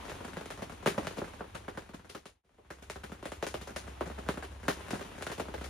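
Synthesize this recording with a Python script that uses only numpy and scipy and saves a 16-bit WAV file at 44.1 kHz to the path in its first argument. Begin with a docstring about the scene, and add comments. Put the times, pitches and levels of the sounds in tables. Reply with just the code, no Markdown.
"""Rain on a tent, heard from inside by two microphones, left and right.
From the start big drops slap the canvas: a click filtered into tick, falling tap and spray, plus a brief
low sine thump; lesser such drops, filtered-noise wash and rumble, and a beating two-sine hum lie beneath.
The hardest slaps come near 0.9 s; from 1.5 s all fades out, almost silent at 2.4 s, and is back by 3.4 s.
Rain then goes on to the end at 5.7 s, with a hard pair of slaps near 4.7 s."""
import sys
import numpy as np
from scipy import signal
from scipy.fft import rfft, irfft, next_fast_len
from scipy.io import wavfile
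from scipy.ndimage import uniform_filter1d

SR = 44100
rng = np.random.default_rng(int(sys.argv[2]) if len(sys.argv) > 2 else 0)


def digitize_waveform(pressure):
    """Quantize a signal to 16-bit integers and store it at the path in sys.argv[1].

    Rows of a 2-D input are taken as channels; values are limited to [-1, 1].
    """
    field = np.atleast_2d(pressure).T
    bounded = np.clip(field, -1, 1)
    quanta = np.round(bounded * 32767).astype(np.int16)
    wavfile.write(sys.argv[1], SR, quanta)


N = 250929
RING_SAMPLES = 8192


def gain_of(db):
    """Decibels to amplitude."""
    return 10 ** (np.asarray(db) / 20)


def evened(x):
    """Scales to rms 1."""
    return x / np.sqrt(np.mean(x ** 2) + 1e-20)


def read(points, hz):
    """Interpolates a spectrum table on a log-frequency axis."""
    f, value = np.transpose(points)
    return np.interp(np.log(hz + 1), np.log(f), value)


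def curve(rows):
    """Columns of a time table at every sample."""
    s, *columns = np.transpose(rows)
    return [np.interp(np.arange(N) / SR, s, c) for c in columns]


def coloured(x, points, power=1):
    """Filters by a spectrum table, minimum phase, so that attacks stay sharp."""
    n = x.shape[-1]
    size = 2 * next_fast_len(n)
    hz = abs(np.fft.fftfreq(size, 1 / SR))
    log_gain = power * np.log(gain_of(read(points, hz)))
    response = np.exp(signal.hilbert(log_gain).conj())[:size // 2 + 1]
    return irfft(rfft(x, size) * response, size)[..., :n]


def add(mix, s, sound):
    """Mixes a sound in at time s."""
    start = max(round(s * SR), 0)
    part = mix[:, start:][:, :sound.shape[1]]
    part += sound[:, :part.shape[1]]


# Colours of the parts of a drop, before per-patch variation: f/Hz, relative level/dB
TAP_COLOUR = [(80, -9.5), (180, -7), (290, -1), (400, 5), (470, 1), (550, 3), (630, 0.5), (710, -0.5),
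              (850, -4.5), (1200, -6), (1550, -4), (1950, -6.5), (2800, -15), (6000, -25.5)]
THUMP_COLOUR = [(50, -30.5), (110, -8), (170, -3), (240, 0), (330, 5), (700, -75)]
TICK_COLOUR = [(600, -20), (1400, -3), (2000, 0.5), (2900, -1.5), (4000, -7.5), (5500, -17), (8500, -25.5),
               (14000, -21.5)]
SPRAY_COLOUR = [(2000, -4.5), (4000, -1), (6000, -2), (7500, 1), (10000, -5.5), (12000, -11.5),
                (15000, -21)]


def drop(hz, thump_db, tick_db, spray_db, echo_db,
         lag_cycles=1.436, top_ratio=2.047, low_ratio=0.41, thump_s=0.0042):
    """One drop on taut canvas: tap, thump, tick and spray; part levels are relative to the tap."""
    t = np.arange(RING_SAMPLES // 4) / SR
    top_hz = hz * top_ratio

    # dent size limits the tap's band
    high_pass = signal.butter(2, hz * low_ratio, "high", fs=SR, output="sos")
    low_pass = signal.butter(8, top_hz, fs=SR, output="sos")
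    click = 1. * (t == 0)
    dent = signal.sosfilt(low_pass, signal.sosfilt(high_pass, click))

    # low notes leave the cloth later than high ones: the tap falls in pitch
    share = np.minimum((np.fft.rfftfreq(len(t), 1 / SR) + 1) / top_hz, 1)
    dispersion = np.exp(-2j * np.pi * lag_cycles * (np.log(share) - share))
    dent = irfft(rfft(dent) * dispersion)
    tap_room = tent(early_db=echo_db + 3.5, early_s=0.015, late_db=echo_db - 8.5, late_s=0.04, lumpy=0.29)
    tap = heard(tap_room, TAP_COLOUR, dent)

    # the whole panel gives way a moment later
    sway_hz = 175 * rng.uniform(0.95, 0.96)
    sway = np.sin(2 * np.pi * sway_hz * t) * t * np.exp(-2 * t / thump_s)
    thump_room = tent(early_db=-4.5, early_s=0.0065, late_db=-12, late_s=0.045, lumpy=0.29)
    thump = heard(thump_room, THUMP_COLOUR, sway)

    # first contact
    tick_room = tent(early_db=echo_db + 9.5, early_s=0.0083, late_db=echo_db + 9.5, late_s=0.026, lumpy=0.57)
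    tick = heard(tick_room, TICK_COLOUR)

    # splashed droplets landing again: a click smeared by dense echoes
    spray_room = tent(early_db=echo_db + 9.5, early_s=0.012, late_db=echo_db + 11, late_s=0.043, lumpy=0.38)
    spray = heard(spray_room, SPRAY_COLOUR)
    return tap + gain_of(thump_db) * thump + gain_of(tick_db) * tick + gain_of(spray_db) * spray


def heard(response, colour, pulse=(1.,), patch_db=1.62):
    """A pulse (default: a click) through tent and canvas, at rms 1 over its first 25 ms."""
    hz, db = np.transpose(colour)
    # every patch of canvas colours it a little differently
    patch_colour = np.transpose([hz, db + patch_db * rng.standard_normal(len(hz))])
    ringing = signal.fftconvolve([pulse], response, axes=1)[:, :RING_SAMPLES]
    sound = coloured(ringing, patch_colour)
    return sound / np.sqrt(np.mean(sound[:, :SR // 40] ** 2))


def tent(early_db, early_s, late_db, late_s, lumpy):
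    """A click in the tent: direct sound, a cluster of echoes from the near walls, then a tail."""
    t = np.arange(RING_SAMPLES) / SR
    lumps = np.exp(lumpy * evened(uniform_filter1d(rng.standard_normal(RING_SAMPLES), 16)))
    early = (1 - np.exp(-(t / 0.0022) ** 2)) * np.exp(-t / early_s)
    late = (1 - np.exp(-t / 0.0086)) * np.exp(-t / late_s) * (1 - t / t[-1]) ** .5
    envelope = np.hypot(gain_of(early_db) * evened(early), gain_of(late_db) * evened(late))
    response = diffuse(RING_SAMPLES) * evened(lumps) * envelope / np.sqrt(RING_SAMPLES)
    response[:, 0] += 1  # direct sound
    return response


# Left-right correlation of the diffuse noise: f/Hz, correlation/1
LEFT_RIGHT_CORRELATION = [(60, 0.98), (150, 0.9), (280, 0.79), (400, 0.83), (580, -0.46), (900, -0.13),
                          (1400, 0.31), (3000, 0.29), (6000, 0.45), (8000, -1), (10000, 0.64),
                          (13000, 0.94), (15000, -0.11)]


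def diffuse(n):
    """Stereo noise whose left-right correlation varies with frequency."""
    a, b = rfft(rng.standard_normal((2, n)))
    same = np.clip(read(LEFT_RIGHT_CORRELATION, np.fft.rfftfreq(n, 1 / SR)), -1, 1)
    return irfft(np.array([a, same * a + np.sqrt(1 - same ** 2) * b]), n)


def tick_level_db(spray_db):
    """A wetter hit sprays more and ticks harder."""
    return -2.5 + 0.52 * spray_db


# Big drops: t/s, tap level/dB, tap f/Hz, thump/dB re tap, spray/dB re tap,
# echo/dB (offset of tap, tick and spray echoes)
BIG_DROPS = [(.097, -45.5, 800, -10, -8.5, -4), (.117, -45, 880, -5, -23, -7),
             (.205, -47.5, 710, 0, -39, -1), (.369, -40.5, 870, -2, -17, -3),
             (.458, -48.5, 705, -8.5, -8, -6), (.504, -43, 880, -24, -9, -2), (.621, -40, 580, -2, -14, 0),
             (.86, -27.5, 765, -9.5, -16, -2), (.873, -28.5, 925, -4.5, -13.5, -2),
             (.979, -31, 604, -3.5, -20.5, -1), (1.07, -38, 990, -4, -10.5, -8),
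             (1.183, -38, 644, -5, -19, -1), (1.217, -36.5, 690, -7.5, -40, -3),
             (1.407, -39.5, 740, -10.5, -36, -3.5), (1.547, -42, 850, -7, -11, 9),
             (1.681, -38.5, 850, -8, -20, -0.5), (1.774, -37.5, 794, -6, -18, -1.5),
             (1.941, -45, 750, 4, -10.5, 5), (2.095, -44, 764, -10, -1.5, 5),
             (2.148, -34, 760, -7.5, -12, 4), (2.256, -37.5, 710, -6, -6, -1.5),
             (2.493, -52, 1085, -11, -17, -6), (2.585, -44.5, 514, -17, -47, 2),
             (2.704, -35, 1100, -9, -13, .5), (2.821, -47.5, 910, -3.5, -5, 10),
             (2.899, -36.5, 986, -10.5, -7, -6), (2.958, -41, 830, -8.5, -19, -1.5),
             (3.035, -42, 1060, -6, -10.5, 5), (3.119, -44.5, 750, 1.5, -13.5, -3),
             (3.227, -43.5, 706, -13, -17, -1), (3.255, -39, 860, -8.5, -12.5, -3),
             (3.319, -41.5, 783, -10, -12.5, -4.5), (3.426, -33.5, 745, -16, -16, -3),
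             (3.467, -39.5, 805, -15, -6.5, -5), (3.542, -36, 644, -9, -15.5, -4.5),
             (3.613, -49, 916, -1, -5.5, 1), (3.673, -44.5, 640, -15, -12, 1.5),
             (3.762, -39.5, 960, -7.5, -6, -2.5), (4.009, -32.5, 660, -17, -28.5, -5),
             (4.071, -49, 683, 3, -18, -2), (4.178, -45, 835, -20, -31, 11),
             (4.288, -31.5, 760, -3.5, -17, -5.5), (4.373, -42, 795, -2, -18, 2),
             (4.425, -43.5, 1000, -15, -14, -1), (4.682, -28.5, 870, -5.5, -13, -1.5),
             (4.695, -35.5, 770, -18, -13.5, 5), (4.907, -40.5, 903, -6, -6.5, -4),
             (4.931, -38, 810, 3, -37, -1), (5.01, -42.5, 807, -10, -13, 1),
             (5.224, -43, 1100, -14, -6, -8), (5.267, -38.5, 1000, -9.5, -12.5, -4.5),
             (5.298, -42, 930, -6, -19, 3), (5.317, -41.5, 910, -15, -8.5, -2),
             (5.398, -34.5, 650, -6.5, -16.5, -3), (5.484, -44, 720, -4, -27, -1.5),
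             (5.54, -39, 830, -30, -18.5, .5), (5.64, -46.5, 1100, -25, -5, 4)]


def big_drops():
    """The drops that stand out, each striking the canvas at its own time."""
    out = np.zeros((2, N))
    for s, level_db, hz, thump_db, spray_db, echo_db in BIG_DROPS:
        sound = drop(hz, thump_db, tick_level_db(spray_db), spray_db, echo_db)
        add(out, s, gain_of(level_db) * sound)
    return out


def drips(level_db=-53, spread_db=5.0, pitch_hz=780, pitch_ratio=1.285,
          thump_db=-6, spray_db=-16, vary_db=6, echo_db=-2, count=44):
    """Middling drops at loose intervals, each with its own weight, pitch and wetness."""
    out = np.zeros((2, N))
    for k, (late, size, high, heavy, wet) in enumerate(rng.uniform(-1, 1, (count, 5))):
        wet_db = spray_db + vary_db * wet
        heavy_db = thump_db + vary_db * heavy
        sound = drop(pitch_hz * pitch_ratio ** high, heavy_db, tick_level_db(wet_db), wet_db, echo_db)
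        at_s = (k + .5 + late / 2) / count * N / SR
        add(out, at_s, gain_of(level_db + spread_db * size) * sound)
    return out


def patter(level_db=-55.5, per_s=95, spread_db=6.5, echo_db=-3, count=40):
    """Small drops at random over the canvas, each patch with its own pitch, brightness and side."""
    out = np.zeros((2, N))
    strikes = rng.random(N) < per_s / SR
    size = gain_of(spread_db * np.minimum(rng.exponential(1, N), 3)) * strikes
    patch = rng.integers(0, count, N)
    for k, (high, bright, side) in enumerate(rng.uniform(-1.19, 1, (count, 3))):
        sound = drop(1080 * 1.476 ** high, thump_db=-3.0, tick_db=-14 + 1.8 * bright,
                     spray_db=-11 + 2.2 * bright, echo_db=echo_db)
        sound = sound * gain_of([[4.6 * side], [-2.5 * side]])
        for at in np.flatnonzero(size * (patch == k)):
            add(out, at / SR, size[at] * sound)
    return gain_of(level_db) * evened(out)


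# Wash of distant drops: f/Hz, relative level/dB
WASH_COLOUR = [(100, -11.5), (170, -2), (280, 5.5), (500, -1.5), (900, 2.5), (1500, -6.5), (2500, -6.5),
               (3500, -9.5), (5000, -19), (7000, -18.5), (10000, -21.5), (15000, -31)]


def wash(level_db=-56.5):
    """Countless far drops merged into a hiss: filtered diffuse noise."""
    return gain_of(level_db) * evened(coloured(diffuse(N), WASH_COLOUR))


# Hum: t/s, level/dB
HUM_LEVEL = [(0, -53), (.5, -65), (1, -55.5), (2, -63), (2.9, -50), (3.7, -52.5), (4.2, -46.5), (4.75, -51),
             (5.1, -64), (5.6, -47)]
# Low rumble: f/Hz, relative level/dB
RUMBLE_COLOUR = [(20, -39), (32, -17), (45, -7.5), (56, -3), (68, -12.5), (80, -2.5), (100, -3),
                 (125, -14.5), (200, -32.5), (400, -57)]


def hum(hum_hz=67.3, beat_hz=7.7, waver=0.28, upper_db=-12, rumble_db=-55):
    """A low hum of steady pitch, like a distant motor, swelling and ebbing in a bed of rumble."""
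    t = np.arange(N) / SR
    drift = evened(coloured(rng.standard_normal(N), [(1, 0), (4, 0), (16, -40), (100, -90)]))
    # a weaker tone just above beats against the main one
    upper = gain_of(upper_db) * np.sin(2 * np.pi * (hum_hz + beat_hz) * t)
    tone = np.sin(2 * np.pi * hum_hz * t) + upper
    swelling = gain_of(curve(HUM_LEVEL)[0]) * evened(tone * (1 + waver * drift))
    rumble = gain_of(rumble_db) * evened(coloured(diffuse(N), RUMBLE_COLOUR))
    return swelling + rumble


# Gain on drips, patter and wash: t/s, level/dB
SHOWER_GAIN = [(0, 9), (.7, 1.5), (1.15, 6.5), (1.5, 0), (3.3, -1), (4.2, 4), (4.6, -1), (4.85, 6.5),
               (5.69, 3.5)]
# Shape of the left-right balance, scaled per side in scene(): f/Hz, unscaled level/dB
BALANCE_SHAPE = [(100, 0), (700, .5), (1300, 2), (2400, 3.5), (4400, 4.5), (8000, 5), (15000, -6)]


def scene(left_lead_s=.000022):
    """All rain and hum; the nearest canvas is on the left, so sound arrives there first."""
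    shower = gain_of(curve(SHOWER_GAIN)[0]) * (drips() + patter() + wash())
    left, right = big_drops() + shower + hum()
    lag = np.exp(-2j * np.pi * np.fft.rfftfreq(N, 1 / SR) * left_lead_s)
    left = coloured(left, BALANCE_SHAPE, 0.43)
    right = irfft(rfft(coloured(right, BALANCE_SHAPE, -0.32)) * lag, N)
    return np.array([left, right])


# Microphone colour: f/Hz, level/dB
MIC_COLOUR = [(20, -1), (7000, 0.5), (8100, -4), (9300, 3.5), (10500, 1), (11500, -2.5), (15000, 2.5),
              (15800, -18.5)]
QUIET_AT_S, FADE_OUT_S, FADE_IN_S = 2.425, 0.89, 0.96
OUT_BEND, IN_BEND, QUIET_GAIN = 0.93, 0.92, 0.0069  # bend 1 = straight ramp
EDGE_HZ = 16100


def record(dry):
    """Microphone colour, the fade out and back in, then the band limit."""
    t = np.arange(N) / SR - QUIET_AT_S
    fade_out = abs(t / FADE_OUT_S) ** OUT_BEND
    fade_in = abs(t / FADE_IN_S) ** IN_BEND
    fader = np.clip(np.where(t < 0, fade_out, fade_in), QUIET_GAIN, 1)
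    faded = coloured(dry, MIC_COLOUR) * fader
    low_pass = signal.firwin(511, EDGE_HZ, window=("kaiser", 9), fs=SR)
    return signal.oaconvolve(faded, low_pass[None], "same")


dry = scene()
out = record(dry)
digitize_waveform(out)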